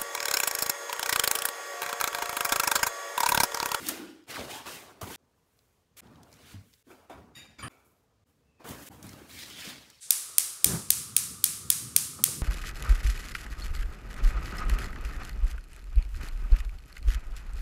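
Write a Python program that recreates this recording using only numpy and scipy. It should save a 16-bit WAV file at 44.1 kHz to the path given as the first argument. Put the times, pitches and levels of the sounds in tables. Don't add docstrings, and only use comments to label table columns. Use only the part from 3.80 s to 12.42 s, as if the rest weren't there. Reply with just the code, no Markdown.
import sys
import numpy as np
from scipy import signal
from scipy.fft import rfft, irfft, next_fast_len
from scipy.io import wavfile
from scipy.ndimage import uniform_filter1d

SR = 44100
rng = np.random.default_rng(int(sys.argv[2]) if len(sys.argv) > 2 else 0)


def digitize_waveform(pressure):
    field = np.atleast_2d(pressure).T
    bounded = np.clip(field, -1, 1)
    quanta = np.round(bounded * 32767).astype(np.int16)
    wavfile.write(sys.argv[1], SR, quanta)


def boost_factor(decibels):
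    exponent = np.asarray(decibels, float) / 20
    return 10 ** exponent


N = 380134
T = np.arange(N) / SR

TAKE_STARTS = [.4595, 1.36, 2.206, 3.028, 3.883, 4.44, 5.089, 6.202]

# start_s, knock_db, rumble_over_knock_db, t60_s
BUMPS = [(0, -54, 1.5, 2.6), (0.099, -43.5, -9, 0.67), (0.469, -52, -5, 9), (.495, -46, -9, 2),
         (.58, -41, -3, 0.91), (.862, -48, -8, 1.7), (1.216, -41.5, -13, 0.46), (1.235, -43.5, -2.5, 1.1),
         (1.38, -74.5, -4, 10), (2.168, -62, -23, 2), (2.215, -58.5, 3.5, 4.8), (2.741, -59, 12, .45),
         (3.072, -61.5, 0, 2), (3.103, -54, -7, 0.92), (3.3, -48, -12, .8), (3.345, -50, 1.5, 0.77),
         (3.567, -59, 5, 0.9), (3.79, -51.5, 1, 1), (3.83, -47, 4, 1.9), (3.89, -58.5, -22, 0.73),
         (4.05, -71.5, -3, 4.3), (4.46, -77, 2, 30), (4.8, -54, -15, 2), (4.846, -46, -5, 5),
         (4.89, -43, -4.5, 0.81), (5.097, -54, 3, 2), (5.243, -51.5, 2, 1.47), (5.49, -60.5, 5, 8.2),
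         (5.87, -52.5, 1, 0.83)]
# peak_s, scrape_db,
# rustle_over_scrape_db, climb_20db_s, t60_s
SLIDES = [(0, -54, 0, .01, 3.2), (.096, -40, -2, 0.13, 0.66), (.508, -41.5, -4.5, 0.04, 0.22),
          (.531, -47.5, -5, .1, 2), (.558, -42, -7, .04, .25), (.6, -45.5, -6, 0.08, 0.5),
          (.656, -50, -5.5, .2, 2), (.709, -43, -5, .03, .35), (.755, -44, -5, .15, 0.45),
          (.866, -45.5, -7, 0.04, 1), (.96, -48.5, -1.5, -2.8, 0.64), (1.213, -47.5, 0, .002, 0.23),
          (1.355, -49, -1, .5, 1), (1.79, -81, 2.5, .5, 2.1), (2.17, -54.5, 0.5, .004, 9),
          (2.23, -71.5, -6.5, .05, 4.3), (2.53, -72, 1, 0.2, 1), (2.715, -54, -5.5, 0.26, 0.38),
          (2.94, -72.5, 1.5, 0.5, 1.5),
          (3.105, -66, -0.5, 0.07, 0.91), (3.297, -60.5, -5, 0.0033, 0.51),
                 (3.56, -58.5, -9, 0.017, .9), (3.786, -52, -23, .004, 0.68),
                 (3.837, -54, -22, 0.058, 0.33), (3.9, -73.5, 3, 0.043, 0.95), (4.05, -84.5, 9, .01, 1),
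                 (4.47, -86.5, 4, .02, 1.5),
          (4.8, -65.5, -17, .01, .6), (4.843, -58, -7, .01, 1.1), (4.904, -49.5, 1.5, 0.09, 0.42),
              (5.085, -54, 2.5, 0.22, 1.1), (5.132, -63.5, 0.5, 0.13, 0.93), (5.243, -56.5, -1, .04, 1.9),
              (5.5, -56.5, 0, 0.036, 3), (5.61, -46, -4, 0.16, 1), (5.8, -45, -7.5, 0.22, 1.3),
              (5.891, -42.5, -7, 0.21, 0.47), (5.99, -56.5, -6.5, .1, 1.75)]
# freq_hz, level_db_per_hz
RUMBLE_COLOUR = [(35, -36.5), (65, -3.5), (100, -4), (200, -6), (300, -7), (500, -58)]
KNOCK_COLOUR = [(130, -31), (250, 1), (600, -2), (1200, -6.5), (3500, -35.5)]
SCRAPE_COLOUR = [(600, -32.5), (1500, 0.5), (3000, 1), (5500, -4.5), (12000, -29)]
RUSTLE_COLOUR = [(3000, -18), (6500, 5.5), (10000, 5), (14000, -26)]
SHEEN_COLOUR = [(8000, -18.5), (11500, -3.5), (15700, -6.5), (16200, -41.5)]
# freq_hz, level_db_per_hz
CRINKLE_COLOUR = [(700, -27), (1700, -2.5), (3300, 0), (5000, -1), (12000, -26)]

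# freq_hz, width_hz, level_db
CABINET_MODES = [(326, 30, 5), (247, 45, -3), (190, 15, -6.5), (1480, 90, -17.5), (800, 60, -20.5)]
# time_s, level_db
CABINET_LEVEL = [(0.0, -43.5), (0.188, -42), (0.2, -37), (0.34, -48.5), (0.459, -60)]

# freq_hz, level_db_per_hz
AIR_COLOUR = [(24, -41.5), (40, -5), (99, -0.5), (354, -24), (444, -9.5), (620, -24.5), (6650, -31),
              (16000, -44.5)]

# start_s, peak_db, centre_hz
SNAPS = [(0.0654, -27, 9000), (0.0685, -26, 4000), (0.0866, -11.5, 10300), (0.0905, -16, 9500),
         (0.0905, -24, 4500), (0.091, -24.5, 1600), (0.4394, -55, 3200), (0.4992, -34.5, 1200),
         (0.5047, -33.5, 1500), (0.569, -30, 1100), (0.61, -33, 3000), (0.7028, -33.5, 1100),
         (0.7555, -35, 5000), (0.8592, -33, 1050), (0.893, -36, 3200), (0.5586, -29, 2620),
         (0.5942, -31.5, 3350), (0.7464, -36, 3410), (1.215, -33, 5380), (1.3025, -37, 3730),
         (1.3437, -35, 2800), (1.3517, -32.5, 3000), (1.79, -53.5, 4000), (2.2702, -52, 3190),
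         (2.3575, -49.5, 3440), (2.4319, -42.5, 5470), (2.5174, -51, 6130), (2.5274, -41, 4910),
         (2.5394, -45, 5740), (2.9303, -52, 4570), (2.9372, -47, 4030), (3.88, -41, 3560),
         (4.8445, -44, 11400), (4.8894, -31, 13200), (4.891, -35, 6500), (5.2276, -36, 6500),
         (5.2666, -37.5, 10200), (5.2918, -35, 5500), (5.3328, -38, 4050), (5.4946, -44, 2300),
         (5.5047, -43, 2300), (5.5127, -41, 4680), (5.515, -41.5, 2300), (5.59, -35, 3700),
         (5.701, -38, 6500), (5.81, -34, 4500), (5.889, -37, 5000), (6.101, -39, 6000)]
# start_s, peak_db, pitch_hz,
# t60_s, stops_after_s
THUDS = [(1.214, -34, 580, 0.068, .05), (1.227, -29.5, 100, 0.1, 0.046), (1.216, -35.5, 940, .04, .012),
         (1.302, -36.5, 830, 0.05, 0.012), (2.737, -37.5, 98, 0.65, 0.086), (3.298, -40, 710, 0.13, .1),
         (3.834, -38, 115, 0.26, 0.051), (5.255, -42, 117, 0.35, 0.13), (5.416, -38, 300, 0.054, .04),
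         (5.874, -37, 216, 0.084, 0.055), (8.389, -42, 1050, .1, 0.017), (8.392, -45.5, 550, .1, 0.019),
         (8.4, -38, 226, 0.22, 0.035), (8.455, -42, 130, .3, .03), (8.476, -40, 1160, .04, .012),
         (8.484, -41, 580, 0.067, .015), (6.858, -30.5, 435, 0.055, 0.014), (6.888, -27, 148, .2, 0.016),
         (6.905, -22.5, 166, .12, .02), (6.933, -28.5, 169, .3, .045), (6.932, -41, 1390, .06, .012),
         (3.068, -51.5, 322, .4, 0.032), (3.105, -48, 330, .3, .06), (.473, -49, 780, .3, .02)]

# time_s, pitch_hz, level_db
BOX_HOLLOW = [(.545, 2600, -55), (.558, 2318, -39), (.572, 1188, -39.5), (.59, 599, -41.5), (.64, 503, -56),
              (.76, 866, -43.5), (.85, 1000, -55), (.865, 1043, -44), (.91, 1020, -56)]
LID_RIM = [(.69, 3050, -66), (.71, 3100, -55), (.74, 3250, -52), (.77, 3250, -54), (.8, 3200, -66)]
BAG_SQUEAK = [(4.63, 2680, -98), (4.68, 2660, -84), (4.76, 2600, -82), (4.81, 2520, -77), (4.83, 2500, -95)]
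BAG_POCKET = [(5.55, 4000, -68), (5.6, 3700, -50), (5.64, 3500, -54), (5.68, 3300, -66), (5.75, 3200, -53),
              (5.8, 3200, -46.5), (5.845, 2500, -53), (5.9, 2300, -55), (5.94, 2200, -68)]
BAG_CREASE = [(5.52, 2300, -66), (5.58, 2260, -55), (5.63, 1900, -54), (5.67, 1890, -66)]

# freq_hz, level_db
BOTTLE_MODES = [(1690, -7), (1922, -5), (2080, -9), (2374, -3), (2575, -8), (2729, -8), (2893, -9),
                (3725, 2.5), (4727, -5), (4781, -5), (5464, -11), (6815, -8), (7084, -1), (11160, -14)]
JAR_MODES = [(1195, 4), (1750, 0), (2525, -1), (3068, -3), (8500, -10), (9100, -6), (9500, -1), (9850, -8),
             (10500, -12), (11300, -17)]
TUB_MODES = [(1350, 2), (2300, 2.5), (2580, -5), (3500, -8), (6900, -10)]
NECK_MODES = [(4780, 1), (5480, -21), (7080, -7), (13900, -18)]
SHOULDER_MODES = [(8800, -3), (9100, -4), (9450, 2), (9800, -2), (11900, -3), (12100, -4), (12600, -2),
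                  (13900, -10), (14590, -8)]
CARTON_MODES = [(285, -9), (388, -4.5), (732, 0.5), (974, -5), (1136, -9), (1453, -11), (2223, -12)]
BLUR_HZ = [170, 450, 300, 100, 300, 90]
STEADY_SHARE = [.7, .2, .4, 1.1, .3, .8]
# start_s, level_db, rise_s, t60_s, object_index (1.5 rounds to tub)
CLINKS = [
    (3.101, -61.5, 0.009, 0.24, 2),
    (3.297, -60, 0.0022, 0.28, 2),
    (3.297, -51, .002, .3, 5),
    (3.549, -51, 0.011, 0.47, 0),
    (3.55, -61, 0.011, 0.47, 4),
    (3.79, -65, .01, .5, 4),
    (3.786, -54, 0.0083, 0.88, 3),
    (3.787, -50.5, 0.0062, 0.46, 1.5),
    (3.824, -43, 0.005, 0.37, 1),
    (3.889, -65, 0.0082, 0.54, 2),
]

# time_s, hiss_db
GAS_FLOW = [(6.202, -45), (6.22, -44), (6.25, -45.5), (6.3, -50), (6.6, -50), (7.3, -57.5), (8.62, -56)]
# freq_hz, level_db_per_hz
HISS_COLOUR = [(880, -37), (1500, -12.5), (3090, -11), (3380, -6.5), (5170, -4.5), (8920, 2), (16000, -27)]
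# freq_hz, width_hz, level_db
TUBE_MODES = [(1235, 310, 0), (431, 32, -4)]
# peak_s, roar_db, flutter_over_roar_db,
# climb_20db_s, t60_s
FLAME_PUFFS = [(6.3, -71, 6, .1, 30), (6.862, -38.5, -4.5, 0.02, 0.5), (6.905, -31.5, -9.5, 0.6, 0.68),
               (6.96, -34, -5.5, 0.3, 0.27), (8.05, -61, -1, 1.5, 0.84), (8.398, -52, 3, 0.03, 0.12),
               (8.482, -53, 3, 0.04, 0.12), (8.6, -46.5, -13, 2, 3)]
# freq_hz, level_db_per_hz
ROAR_COLOUR = [(18, -55), (30, -40.5), (70, -1), (119, 2.5), (200, -2.5), (312, -10.5), (520, -17.5),
               (880, -120)]
FLUTTER_COLOUR = [(200, -35.5), (330, -2), (600, -8), (1000, -10), (1600, -12.5), (3500, -31)]

# start_s, peak_db
SPARKS = [(6.3065, 0), (6.5824, 0), (6.8439, 1), (7.1042, -0.5), (7.365, -0.55), (7.6407, -0.7),
          (7.902, -0.5), (8.163, -0.4), (8.4391, -1)]
# freq_hz, level_db_per_hz
SPARK_COLOUR = [(300, -100), (1000, -31), (1800, -29), (2200, -12.5), (3530, -11), (10400, -10),
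                (15800, -11), (16900, -14)]
# delay_ms, level_db
GRATE_ECHOES = [(0.0, 2.5), (0.158, 3.5), (0.279, -3.5), (0.518, 3.5), (0.84, -9), (1.119, 5.115),
                (1.314, 1.4), (1.776, -3.5), (1.966, -5), (2.526, -8), (2.676, -3.5), (3.531, -5),
                (4.243, -5), (4.864, -11)]
# freq_hz, width_hz, level_db
CAP_MODES = [(9569.84, 220.0, 12.5), (8250, 200, 4.5), (12095.5, 590, 7.041), (6480, 320, 7.695),
             (15900, 500.0, 4), (4853.32, 910, 4)]
# time_ms, level_db
WALL_BUILD = [(0, -14.5), (5, -30), (8, -40), (11, -34), (13, -29.5), (17, -28), (19.5, -33), (21.5, -33.5),
              (22.8, -26), (27, -30), (40, -31), (70, -30.5)]
# freq_hz, t60_s
ROOM_T60 = [(500, 1), (2000, 0.7), (5000, 0.67), (10000, 0.6), (16000, 0.5)]
# freq_hz, level_db_per_hz
ROOM_COLOUR = [(350, -33), (600, -29.5), (1250, -17), (2090, -14.5), (3170, -11.5), (9610, 0.5),
               (15600, -13.5), (16500, -44)]


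def unit(x):
    return x / np.sqrt(np.mean(x ** 2) + 1e-20)


def along(points, hz):
    f, v = np.transpose(points)
    return np.interp(np.log(hz + 1), np.log(f + 1), v)


def level(time_s, level_db):
    return boost_factor(np.interp(T, time_s, level_db, left=-150, right=-150))


def wobble(rate_hz):
    count = int(N * rate_hz / SR) + 2
    return np.interp(T * rate_hz, np.arange(count), rng.standard_normal(count))


def filtered(x, response):
    m = next_fast_len(len(x) + SR // 8, real=True)
    return irfft(rfft(x, m) * response(np.fft.rfftfreq(m, 1 / SR)), m)[:len(x)]


def resonances(peaks):
    def response(f):
        total = 0
        for k, (centre, width, db) in enumerate(peaks):
            total = total + (-1) ** k * boost_factor(db) * 1j * f * width / (centre * centre - f * f + 1j * f * width)
        return total
    return response


def noise(colour, grit=1., white=None):
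    white = rng.standard_normal(N) if white is None else white
    return unit(filtered(grit * white, lambda hz: boost_factor(along(colour, hz))))


def patches(depth_db):
    z = signal.stft(rng.standard_normal(N), nperseg=512)[2]
    field = uniform_filter1d(rng.standard_normal(z.shape), 3, 0)
    field = uniform_filter1d(field, 5, 1)
    return signal.istft(z * boost_factor(depth_db * unit(field)), nperseg=512)[1][:N]


def swells(rows, second_fades):
    s, db, over_db, rise, t60 = np.transpose(rows)[:, :, None]
    t = T[::32]
    before = np.append(-1, s[:-1])[:, None]
    after = np.append(s[1:], np.inf)[:, None]
    same_take = np.searchsorted(TAKE_STARTS, t) == np.searchsorted(TAKE_STARTS, s)
    live = same_take & (t >= before) & (t < after)

    def gain(peak_db, fades):
        shape_db = np.where(t < s, 20 * (t - s) / rise, -60 * fades * (t - s) / t60).clip(-90)
        power = np.sum(live * boost_factor(2 * (peak_db + shape_db)), axis=0) + 1e-14
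        return np.interp(T, t, np.sqrt(power))

    return [gain(db, 0.99), gain(db + over_db, second_fades)]


def take_end(s):
    return min(c for c in TAKE_STARTS if c > s)


def add(x, s, piece):
    part = x[round(s * SR):][:len(piece)]
    part += piece[:len(part)]


def handling():
    climb_20db_s, drag_db, bag_s = 0.0068, -14.5, 5.47
    bumps = [(s, db, boom_db, climb_20db_s, t60) for s, db, boom_db, t60 in BUMPS]
    knock, rumble = swells(bumps, second_fades=.9)
    slides = np.array(SLIDES)
    scrape, rustle = swells(slides, second_fades=1.28)
    sheen = rustle * (rustle / scrape) ** .5 * boost_factor(-0.8)

    slips = wobble(60)
    body = patches(depth_db=2.5)
    film = boost_factor(1.3 * slips + 1.3 * wobble(700))
    grit = boost_factor(.5 * slips + 1.4 * wobble(400))
    lumps = boost_factor(.8 * slips + .8 * wobble(120))

    surface = np.where(T < bag_s, noise(SCRAPE_COLOUR, grit, body), noise(CRINKLE_COLOUR, grit, body))
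    treble = scrape * surface
    treble += rustle * boost_factor(-1) * noise(RUSTLE_COLOUR, film)
    treble += sheen * noise(SHEEN_COLOUR, film)
    shaken = np.hypot(knock, boost_factor(drag_db) * scrape)
    knocking = shaken * noise(KNOCK_COLOUR, lumps, body)
    return rumble * noise(RUMBLE_COLOUR, boost_factor(3.3 * wobble(30))) + knocking + treble


def fridge():
    boom = unit(filtered(rng.standard_normal(N), resonances(CABINET_MODES)))
    return level(*np.transpose(CABINET_LEVEL)) * boost_factor(-1.5) * boom


def room_tone():
    return boost_factor(-71) * noise(AIR_COLOUR)


def snaps():
    out, t = np.zeros(N), T[:SR // 8]
    t60_s, crisp_db = 0.019, -21
    for s, db, hz in SNAPS:
        burst = rng.standard_normal(len(t)) * boost_factor(-60 * t / t60_s)
        edge = boost_factor(crisp_db) * np.diff(burst, prepend=0)
        burst = edge + filtered(burst, resonances([(hz, 0.52 * hz, 4)]))
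        add(out, s, boost_factor(db) * burst / np.abs(burst).max() * (s + t < take_end(s)))
    return out


def thuds():
    out, t = np.zeros(N), T[:SR // 8]
    release_s = 0.0039
    for s, db, hz, t60, held in THUDS:
        drift = 1.84 * uniform_filter1d(rng.standard_normal(len(t)), 300)
        phase_s = np.cumsum(1 + drift) / SR
        attack = 1 - np.exp(-t * hz * 4)
        shape = boost_factor(db - 60 * t / t60) * attack * np.clip((held - t) / release_s, 0, 1)
        add(out, s, shape * np.sin(2 * np.pi * hz * phase_s))
    return out


def hollow(rows, width_hz):
    s, hz, db = np.transpose(rows)
    carrier = np.cumsum(2 * np.pi * np.interp(T, s, hz) / SR)
    band = wobble(width_hz) * np.cos(carrier) + wobble(width_hz) * np.sin(carrier)
    return level(s, db) * unit(band)


def lidded_box():
    cavity = boost_factor(2.1 * wobble(160)) * hollow(BOX_HOLLOW, width_hz=400)
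    return cavity + hollow(LID_RIM, width_hz=300)


def glass():
    out, t = np.zeros(N), T[:SR // 3]
    objects = (BOTTLE_MODES, JAR_MODES, TUB_MODES, NECK_MODES, SHOULDER_MODES, CARTON_MODES)
    for s, db, rise, t60, which in CLINKS:
        k = round(which)
        hz, mode_db = np.transpose(objects[k])[:, :, None]
        knots = rng.standard_normal((2, len(hz), 320))
        a, b = ([np.interp(t * BLUR_HZ[k], np.arange(len(row)), row) for row in rows] for rows in knots)
        phase = 2 * np.pi * hz * t
        lines = np.add(a, STEADY_SHARE[k]) * np.cos(phase) + b * np.sin(phase)
        decay_db = -60 * t / t60 * (hz / 4000) ** 0.29
        ring = np.sum(boost_factor(db + mode_db + decay_db) * lines, axis=0)
        add(out, s, ring * (1 - np.exp(-t / rise)) * (s + t < take_end(s)))
    return out


def bread_bag():
    squeak = hollow(BAG_SQUEAK, width_hz=240)
    return squeak + hollow(BAG_POCKET, width_hz=900) + hollow(BAG_CREASE, width_hz=350)


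def burner():
    lit_s, burn_db, burn_flutter_db = 6.98, -49.5, -68
    hiss = level(*np.transpose(GAS_FLOW)) * noise(HISS_COLOUR)

    tube_response = resonances(TUBE_MODES)
    tube = unit(filtered(rng.standard_normal(N), lambda f: tube_response(f) ** 2))
    hum = boost_factor(-59.5 + 0.51 * wobble(16)) * np.clip((T - 6.25) / 0.13, 0, 1) * tube

    puffs = swells(FLAME_PUFFS, second_fades=0.95)
    roar, flutter = np.hypot(puffs, boost_factor([[burn_db], [burn_flutter_db]]) * (T > lit_s))
    flame = roar * noise(ROAR_COLOUR, boost_factor(2.1 * wobble(25)))
    flame += flutter * noise(FLUTTER_COLOUR, boost_factor(2.6 * wobble(40)))
    return hiss + hum + flame


def causal(colour):
    cep = irfft(np.log(boost_factor(along(colour, np.fft.rfftfreq(2048, 1 / SR))) + 1e-6))
    cep[1:1024] *= 2
    cep[1025:] = 0
    return irfft(np.exp(rfft(cep)))[:512]


def room_tail():
    hz, t, z = signal.stft(rng.standard_normal(SR // 2), SR, nperseg=256)
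    gain_db = along(ROOM_COLOUR, hz)[:, None] - 60 * t / along(ROOM_T60, hz)[:, None]
    tail = signal.istft(z * boost_factor(gain_db), SR, nperseg=256)[1]
    return tail / np.sqrt(np.mean(tail[:2000] ** 2))


def igniter():
    out = np.zeros(N)
    ms, db = np.transpose(GRATE_ECHOES)
    pulse, same_tail = causal(SPARK_COLOUR), room_tail()
    cap = resonances(CAP_MODES)
    build_ms, build_db = np.transpose(WALL_BUILD)
    build = boost_factor(np.interp(T[:len(same_tail)] * 1000, build_ms, build_db))
    for s, peak_db in SPARKS:
        wander = rng.standard_normal((2, len(ms)))
        delay_s = (ms + 0.0016 * wander[0]) / 1000
        size = boost_factor(db + 0.74 * wander[1])

        def near(f):
            echoes = np.exp(-2j * np.pi * f[:, None] * delay_s) @ size
            return echoes * (1 + cap(f))

        crack = filtered(np.pad(pulse, (0, 600)), near)
        crack *= boost_factor(np.interp(T[:len(crack)], [0, .0026, .0034, .008], [0.5, 3, -8, -9]))
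        add(out, s, boost_factor(peak_db - 19) * unit(crack))
        tail = 0.51 * same_tail + 0.63 * room_tail()
        add(out, s, boost_factor(peak_db + 3.5) * build * tail)
    return out


def scene():
    mix = handling() + fridge() + room_tone() + snaps() + thuds()
    mix += lidded_box() + glass() + bread_bag()
    mix += burner() + igniter()
    starts = np.append(-1, TAKE_STARTS)
    since_s = T - starts[np.searchsorted(TAKE_STARTS, T, side="right")]
    return (mix * np.clip(since_s / 0.03, .12, 1))[None]


def roll_off(x):
    return signal.sosfilt(signal.butter(12, 17110, fs=SR, output="sos"), x)


def record(dry):
    mic = [(20, -20), (55, -1.5), (15700, -0.5), (15900, -14), (16900, -14), (17300, -51)]  # freq_hz, level_db
    band = filtered(np.clip(dry[0], -1, 1), lambda hz: boost_factor(along(mic, hz)))
    return roll_off(band[None])


dry = scene()
out = record(dry)
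digitize_waveform(out)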